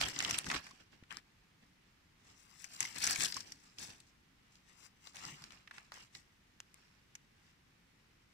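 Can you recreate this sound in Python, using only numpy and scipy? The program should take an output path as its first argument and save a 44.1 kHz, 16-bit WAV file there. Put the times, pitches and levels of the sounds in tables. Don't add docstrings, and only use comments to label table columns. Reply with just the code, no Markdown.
import sys
import numpy as np
from scipy import signal
from scipy.fft import rfft, irfft, next_fast_len
from scipy.io import wavfile
from scipy.ndimage import map_coordinates

SR = 44100
rng = np.random.default_rng(int(sys.argv[2]) if len(sys.argv) > 2 else 0)


def generate_wav(sig):
    pcm = np.round(np.clip(np.atleast_2d(sig).T, -1, 1) * 32767).astype(np.int16)
    wavfile.write(sys.argv[1], SR, pcm)


N = 367516

# t/s at full weight, rise/s, hold/s, release/s,
# relative twig, leaf and soil level/dB, left-right level/dB
PRESSES = [(.012, 0.036, .06, 0.089, -40.5, -42, -45.5, 3),
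           (0.233, 0.2198, .115, .15, -44.5, -44.5, -49, -1), (.47, 0.0471, .02, 0.041, -49, -45.5, -46, 2),
           (.515, 0.0284, .047, 0.0645, -44, -48, -46.5, -.5),
           (.645, 0.0449, .025, 0.1884, -60.5, -62.5, -63, 0),
           (0.802, .015, .004, 0.061, -64.5, -69, -64, 2), (.93, 0.0312, .005, 0.081, -67, -73, -62, -2.5),
           (1.11, 0.0169, .075, .025, -54.5, -64.5, -64.5, 8),
           (1.627, 0.018, .005, .06, -70.5, -76.5, -66.5, -4),
           (2.29, 0.1274, .03, .1, -70, -68.5, -65.5, -0.5),
           (2.38, 0.0521, .18, 0.13, -71.5, -68, -85.5, 12),
           (2.615, .06, .035, .06, -61.5, -55.5, -77.5, 10.5),
           (2.745, 0.1049, .02, .08, -59, -53.5, -67.5, 7.5),
           (2.815, 0.02694, .025, .15, -48, -46, -54.5, 4.5), (2.963, 0.041, .01, .1, -47.5, -44, -53.5, 5),
           (3.025, 0.046, .09, 0.1003, -43, -38, -52.5, 6.5),
           (3.205, 0.0967, .045, 0.0778, -41, -35.5, -48.5, 7),
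           (3.362, .05, 0.0055, .09, -48.5, -46.5, -54, 4.5),
           (3.469, 0.13, .02, .19, -64.5, -60.5, -61.5, 2.5), (3.636, .02, 0.0055, .25, -70, -68, -74, 1.5),
           (3.792, .02, .04, 0.147, -54.5, -50.5, -56.5, 4),
           (3.89, 0.0378, .01, 0.1393, -62, -62.5, -58.5, -0.5),
           (4.07, .04, .02, .03, -80, -73, -81.5, 1.5), (4.52, 0.0345, .03, .2, -76, -73.5, -83, 6),
           (4.692, 0.0327, 0.0066, .15, -68, -68, -88, 3.5), (4.83, 0.163, .035, .03, -68, -63, -69, 14.5),
           (5.065, 0.0852, 0.0096, 0.078, -64, -60, -75.5, 7), (5.15, .02, .04, .1, -57.5, -59.5, -66.5, 4),
           (5.24, .06, .05, 0.16, -53, -54.5, -55.5, 4.5), (5.44, 0.0674, .025, .1, -64.5, -67, -63, 1.5),
           (5.525, 0.0324, .015, .15, -63.5, -68.5, -68.5, 2.5),
           (5.745, 0.0502, .04, .12, -61.5, -66.5, -71.5, 3),
           (5.932, 0.0129, .04, .1, -58.5, -62.5, -70, 1.5), (6.01, .04, .02, .05, -66, -62, -65, 4),
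           (6.152, 0.0305, .012, .08, -63, -60, -64, 0.5), (6.79, 0.1916, .06, .25, -73, -76, -91.5, 0.5),
           (7.45, 0.213, .06, .05, -74, -77.5, -92, 0.5)]
REST_DB = (-81, -85.5, -75)


def loading():
    t = np.arange(0, N, 32) / SR
    power = amp(REST_DB)[:, None] ** 2 * np.ones(len(t))
    side = np.zeros(len(t))
    for start, rise, hold, release, twig_db, leaf_db, soil_db, pan_db in PRESSES:
        away = np.maximum((start - t) / rise, (t - start - hold) / release)
        fade_db = 20 * np.maximum(away, 0)
        press = amp(np.array([[twig_db], [leaf_db], [soil_db]]) - fade_db) ** 2
        power += press
        side += pan_db * press[:2].sum(0)
    levels = [*(10 * np.log10(power)), side / power[:2].sum(0)]
    return [np.interp(np.arange(N) / SR, t, level) for level in levels]


def litter(twig_db, leaf_db, soil_db, pan_db):
    falter_db = 0.9286 * wobble(30)
    twigs = twig_crunch(twig_db + falter_db, twig_db - leaf_db, pan_db)
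    leaves = leaf_crackle(leaf_db + falter_db, pan_db)
    soil = soil_rumble(soil_db)
    return scattered(twigs + leaves, t60=.015, wet_db=-3, count=5) + soil


# f/Hz, level/dB
TWIG_RESPONSE = [(200, -23.5), (480, -12), (750, -8), (1050, -4), (1400, -6), (1750, -2), (2200, -1),
                 (2700, 0), (3400, -3), (4200, -5.5), (6500, -38)]


def twig_crunch(level_db, over_leaves_db, pan_db):
    twigs = crackle(level_db, pan_db - 1, TWIG_RESPONSE,
                    pitch_hz=2117, rate=2600, cycles=1.1, size_db=4, clump_db=3)
    body = filtered(twigs, lambda hz: rolloff(hz, edge_hz=1229.5))
    body_db = 0.46 * np.clip(over_leaves_db + 2, -4, 4)
    return amp(-0.64) * (twigs + body * (amp(body_db) - 1))


# f/Hz, level/dB
LEAF_RESPONSE = [(2000, -28.5), (3400, -12), (4400, -3), (5200, 0), (5900, -1.5), (6600, -4.5), (7600, -3),
                 (8800, -9.5), (10500, -15), (12500, -17.5), (15000, -16.5)]


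def leaf_crackle(level_db, pan_db):
    leaves = crackle(level_db, pan_db + 0.5, LEAF_RESPONSE,
                     pitch_hz=6460, rate=2400, cycles=0.93, size_db=3.5, clump_db=4)
    top = filtered(leaves, lambda hz: 1 - rolloff(hz, edge_hz=10160))
    top_db = .55 * np.clip(pan_db - 2.5, -7, 7)
    return amp(-0.63) * (leaves + top * (amp(top_db) - 1))


def crackle(level_db, pan_db, response, pitch_hz, rate, cycles, size_db, clump_db):
    unevenness = np.clip(1 + .025 * (level_db + 45), .45, 1.15)
    per_second = np.clip(rate * amp(.05 * (level_db + 44.5)), 200, 12000)
    clumps = lognormal(clump_db * unevenness, wobble(140))
    at = np.flatnonzero(rng.random(N) < per_second * clumps / SR)
    pitch, place, phase, strength = rng.standard_normal((len(at), 4)).T
    size = lognormal(size_db * unevenness[at], np.minimum(strength, 2.8)) / np.sqrt(per_second[at])
    grain_hz = np.clip(pitch_hz * np.exp(.55 * pitch), 400, 15000)[:, None]
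    age = np.arange(160)
    turns = grain_hz * age / SR
    ring = np.sin(2 * np.pi * turns + phase[:, None]) * np.exp(-turns / cycles)
    grains = size[:, None] * np.sqrt(grain_hz) * ring
    pair = np.zeros((2, N))
    for channel, gain, delay in zip(pair, *ports(pan_db[at] + 3 * place)):
        starts = at + np.round(delay * SR).astype(int)
        channel += np.bincount((starts[:, None] + age).ravel(), (grains * gain[:, None]).ravel(), N)[:N]
    return amp(level_db) * unit(filtered(pair, lambda hz: amp(along(response, hz))))


# t/s, wood level/dB, wood f/Hz, wood Q,
# splinter level/dB, splinter f/Hz, chatter level/dB re the crack, left-right level/dB
TWIG_BREAKS = [(0.013, -26.5, 2750, 0.376, -28, 4410, -2.5, 0.5),
               (0.0343, -28, 3302, 7.7, -45.5, 4650, 13.5, -2),
               (0.0864, -47, 2330, 1, -36, 7150, -9.5, -1.5),
               (0.1628, -42, 2480, 2.9, -42, 4720, -5.5, 3.5),
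               (.1898, -32.5, 3750, 2.9, -32, 7970, -23.5, 9),
               (0.2041, -28, 2230, 1.54, -45, 4570, -9.5, -0.5),
               (0.2247, -37.5, 1880, 4.3, -34.5, 5850, 4.5, 1.5),
               (0.2483, -28, 3270, 3.7, -35.5, 5140, -0.5, 0.5),
               (0.3095, -31, 2820, 2.6, -26.5, 5930, -6.5, 4.5),
               (.343, -31.5, 2600, 2.76, -35, 5350, 4.5, -2), (0.3839, -37, 3400, 2.7, -34.5, 8240, -1, 2),
               (0.3875, -31.5, 2888, 2.421, -27, 8400, -28, 3),
               (.444, -43.5, 2440, 2.12, -49.5, 6800, -12, 1),
               (0.4652, -38.5, 1585, 4.3, -42.5, 5500, 12, 2),
               (0.5002, -28.5, 1965, 1.54, -37.5, 4380, 12, 0.5),
               (.515, -31, 1870, 1.2, -36.5, 5360, -9, 0.5),
               (0.5449, -32.5, 1750, 0.74, -52, 5500, -8.5, 0.5),
               (0.6666, -45, 1870, 3, -51.5, 5860, 7.5, -1.5), (.71, -52.5, 1124, 16.7, -53, 4870, 3, 0.5),
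               (1.0361, -55.5, 2090, 1.3, -82.5, 4760, 5.5, 6),
               (1.1064, -41.5, 2670, 3.16, -69, 5510, 4.5, 13),
               (1.1147, -40.5, 1730, 1.8, -63, 5730, 6, 18.5),
               (1.1256, -43, 1870, 3.5, -48.5, 5530, -15, 19.5),
               (1.1701, -46.5, 1400, 2.77, -39, 5297, -20, 2.5),
               (2.6431, -43, 2263, 7.1, -39, 6210, -1.5, 14), (2.8049, -32, 2330, 3, -23.5, 6830, 2, 7),
               (2.8271, -36.5, 2237, 6.5, -33, 5830, 14, 6.5), (2.8519, -34, 2114, 12, -40, 5400, -3, 5.5),
               (3.04, -38.5, 2100, 3.76, -29, 5996, 0.5, 0.5),
               (3.0433, -43, 2070, 2.5, -26.5, 6100, -8, 11),
               (3.0673, -37, 2280, 3.2, -26.5, 6050, 2.5, 6.5),
               (3.074, -32.5, 2310, 1.87, -26, 6150, -4.5, 7.5),
               (3.1088, -35.5, 2100, 4.4, -28.5, 7260, -1, 5),
               (3.1582, -31.5, 2210, 4.2, -32.5, 6680, 15.5, 3),
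               (3.2068, -30, 2585, 3.8, -34.5, 5020, -6.5, 12.5),
               (3.216, -43, 2240, 2.52, -33, 7300, -8.5, 4.5),
               (3.2561, -33, 3233, 2.96, -29.5, 4988, 5, 10.5),
               (3.323, -43.5, 2110, 2.44, -33, 4820, 9.5, 8),
               (3.3422, -56, 3750, 2.4, -35.5, 4980, 15, 10.5),
               (3.3667, -37.5, 1107, 12.94, -34.5, 5580, -0.5, -0.5),
               (3.4049, -51.5, 3620, 2.45, -37.5, 5400, 16.5, 7),
               (3.5205, -53.5, 2040, 2.7, -39.5, 5470, 4, 3.5), (3.784, -45.5, 2842, 5.7, -42, 5140, 9, 3),
               (4.0017, -54.5, 3730, 3.58, -54.5, 7660, 6.5, 4.5),
               (4.555, -66.5, 2994, 2.9, -57, 4821, -6, 3), (5.072, -51, 1003, 1.8, -44.5, 4440, 0.5, 12.5),
               (5.1577, -58.5, 3793, 2.32, -46, 5913, -3.5, 18.5),
               (5.1685, -44.5, 2527, 2.08, -50, 6929, -5.5, 16), (5.252, -60, 2617, 2.42, -39, 4930, -4, 0),
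               (5.421, -55.5, 1420, 2.43, -51, 4932, 7, 0.5),
               (5.4397, -52.5, 1465, 1.86, -43.5, 5110, -4, 1.5),
               (5.5062, -48, 2490, 1.4, -69.5, 4360, -1.5, 16.5), (5.521, -53, 2260, 0.74, -54, 5850, 1, 7),
               (5.6746, -47, 2100, 2.44, -74, 4410, 7.5, 0.5), (5.7104, -43, 1657, 2.88, -56.5, 4270, 3, 1),
               (5.7808, -43.5, 1598, 0.71, -55.5, 4700, 20.5, 0),
               (5.9198, -43, 1470, 2.27, -49, 4210, 0, 2),
               (5.941, -62.5, 1825, 1.96, -51.5, 6150, -20.5, 10),
               (6.15, -47.5, 2330, 4.1, -44.5, 4394, 5.5, -0.5),
               (6.6029, -45.5, 2190, 3.5, -43.5, 5900, -13, 1.5),
               (6.7429, -58.5, 2170, 2.08, -53, 7179, -16.5, 3.5),
               (7.1525, -47.5, 2459, 3.33, -43.5, 6264, 9.5, 0)]


def snaps():
    out = np.zeros((2, N + SR))
    for start, wood_db, wood_hz, wood_q, splinter_db, splinter_hz, chatter_db, pan_db in TWIG_BREAKS:
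        wood = fracture(wood_hz, pan_db - 1, chatter_db, q=wood_q, crack_t60=0.0023, chatter_t60=0.0245)
        splinter = fracture(splinter_hz, pan_db - .5, chatter_db,
                            q=4.4, crack_t60=0.00148, chatter_t60=0.02)
        out[:, round(start * SR):][:, :wood.shape[1]] += amp(wood_db) * wood + amp(splinter_db) * splinter
    return out[:, :N]


def ticks(leaf_db, pan_db, full_load_per_s=15):
    out = np.zeros((2, N + SR))
    load = np.clip((leaf_db - REST_DB[1]) / 15.5, .04, 1)
    starts = np.flatnonzero(rng.random(N) < full_load_per_s * load / SR)
    draws = np.clip(rng.standard_normal((len(starts), 3)), -2, 2)
    for at, (size, pitch, place) in zip(starts, draws):
        stalk_hz = 4780 * 2 ** (.6 * pitch)
        tick = fracture(stalk_hz, pan_db[at] + 4 * place,
                        chatter_db=-8, q=3.4, crack_t60=.002, chatter_t60=0.018)
        out[:, at:][:, :tick.shape[1]] += amp(leaf_db[at] + 1.5 + 2 * size) * tick
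    return out[:, :N]


def fracture(mode_hz, pan_db, chatter_db, q, crack_t60, chatter_t60):
    t = np.arange(2048) / SR
    crack = rng.standard_normal(len(t)) * envelope(t, crack_t60, rise_s=0.000323)
    chatter = rng.standard_normal((2, len(t))) * envelope(t, chatter_t60, rise_s=.0008)
    gain, delay = ports(pan_db)
    ring = lambda hz: resonance(hz, mode_hz, q) * resonance(hz, mode_hz * 0.71, q=0.46)
    pair = unit(filtered(crack, ring)) + amp(chatter_db) * unit(filtered(chatter, ring))
    pair = np.array([np.pad(side, (round(lag * SR), 0))[:len(t)] for side, lag in zip(pair, delay)])
    return gain[:, None] * unit(pair) * np.sqrt(.003 * SR / len(t))


# t/s, level/dB, f/Hz, t60/s
SOIL_IMPACTS = [(0.039, -36, 72.2, 0.057), (.163, -43.5, 275.5, 0.062), (.482, -24.5, 180, 0.0125),
                (.55, -30.5, 308, 0.021), (0.561, -45, 65, 0.089), (.734, -47, 253, 0.0191),
                (.809, -53, 174, 0.0152), (1.026, -28, 173, 0.00567), (3.186, -35.5, 148, .028),
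                (5.322, -48, 146, 0.124), (5.415, -52, 144.5, 0.0814)]


def thuds():
    out, t = np.zeros(N + SR), np.arange(SR // 8) / SR
    for start, level_db, hz, t60 in SOIL_IMPACTS:
        thud = np.sin(2 * np.pi * hz * t) * envelope(t, t60, rise_s=0.0017)
        out[round(start * SR):][:len(t)] += amp(level_db) * thud
    return out[:N]


# f/Hz, relative level/dB
SOIL_SPECTRUM = [(20, -7.5), (45, -15), (70, -0.5), (150, 0.5), (280, -1), (400, -6), (600, -13.5),
                 (900, -9.5), (1600, -34.5)]


def soil_rumble(level_db):
    return amp(level_db - 4) * diffuse(SOIL_SPECTRUM)


# f/Hz, left-right level/dB
BODY_SHADOW = [(200, -1), (500, 2), (1000, 1.5), (2000, 0), (4000, -3), (6000, -1.5), (8500, 4), (12000, 1)]


def shadowed(pair):
    return filtered(pair, lambda hz: ports(along(BODY_SHADOW, hz))[0])


def scattered(x, t60, wet_db, count):
    t = np.arange(int(t60 * SR) + 2) / SR
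    tails = rng.standard_normal((count, 2, len(t))) * amp(-60 * t / t60)
    tails /= np.linalg.norm(tails, axis=-1, keepdims=True)
    weights = np.array([wobble(12) for _ in tails])[:, None]
    echoes = signal.oaconvolve(x[None], tails, axes=-1)[..., :N]
    return x + amp(wet_db) * (echoes * weights / np.linalg.norm(weights, axis=0)).sum(0)


# f/Hz, relative level/dB
AIR_SPECTRUM = [(15, -38), (25, -3), (178, -3.5), (233, -7), (297, -10.5), (349, -13.5), (614, -20),
                (684, -19.5), (1080, -16.5), (1950, -13.5), (2490, -16), (5730, -23.5), (6380, -24.5),
                (7500, -29), (15500, -35)]


def still_air(level_db=-70):
    return amp(level_db + 0.17 * wobble(9)) * diffuse(AIR_SPECTRUM)


# f/Hz, correlation coefficient
COHERENCE = [(50, 0.95), (150, .95), (300, 0.49), (600, 0), (1500, 0.065)]


def diffuse(spectrum):
    def mid_side_gains(hz):
        angle = np.arccos(along(COHERENCE, hz)) / 2
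        return amp(along(spectrum, hz)) * [np.cos(angle), np.sin(angle)]
    mid, side = filtered(rng.standard_normal((2, N)), mid_side_gains)
    return unit(np.array([mid + side, mid - side]))


def ports(pan_db):
    gain = amp(np.array([pan_db, -pan_db]) / 2)
    lag = .00052 * np.clip(pan_db / 4, -1, 1)
    return gain / np.sqrt(np.mean(gain ** 2, axis=0)), np.maximum([-lag, lag], 0)


def resonance(hz, centre, q):
    return 1j * hz * centre / q / (centre ** 2 - hz ** 2 + 1j * hz * centre / q)


def rolloff(hz, edge_hz):
    return 1 / (1 + (hz / edge_hz) ** 6)


def filtered(x, response):
    n = x.shape[-1]
    padded = next_fast_len(n + min(n, SR // 2))
    return irfft(rfft(x, padded) * response(np.fft.rfftfreq(padded, 1 / SR)), padded)[..., :n]


def envelope(t, t60, rise_s):
    return amp(-60 * t / t60) * (1 - np.exp(-t / rise_s))


def wobble(rate):
    at = np.arange(0, N + 16, 16)
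    knots = rng.standard_normal(int(N * rate / SR) + 4)
    return np.interp(np.arange(N), at, map_coordinates(knots, [at * rate / SR]))


def lognormal(spread_db, draw):
    return amp(spread_db * draw) * np.exp(-np.log(amp(spread_db)) ** 2)


def along(points, hz):
    knot_hz, values = np.transpose(points)
    return np.interp(np.log(hz + 1), np.log(knot_hz + 1), values)


def amp(db):
    return 10 ** (np.asarray(db) / 20)


def unit(x):
    return x / np.sqrt(np.mean(x ** 2) + 1e-20)


def scene():
    twig_db, leaf_db, soil_db, pan_db = loading()
    breaks = snaps() + ticks(leaf_db, pan_db)
    breaks = amp(-1.39) * filtered(breaks, lambda hz: rolloff(hz, edge_hz=14700))
    direct = shadowed(litter(twig_db, leaf_db, soil_db, pan_db) + breaks)
    return scattered(direct, t60=0.18, wet_db=-24.5, count=2) + thuds() + still_air()


def record(dry):
    edge_hz = 15500
    return filtered(dry, lambda hz: 1 / np.sqrt(1 + (hz / edge_hz) ** 140))


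dry = scene()
out = record(dry)
generate_wav(out)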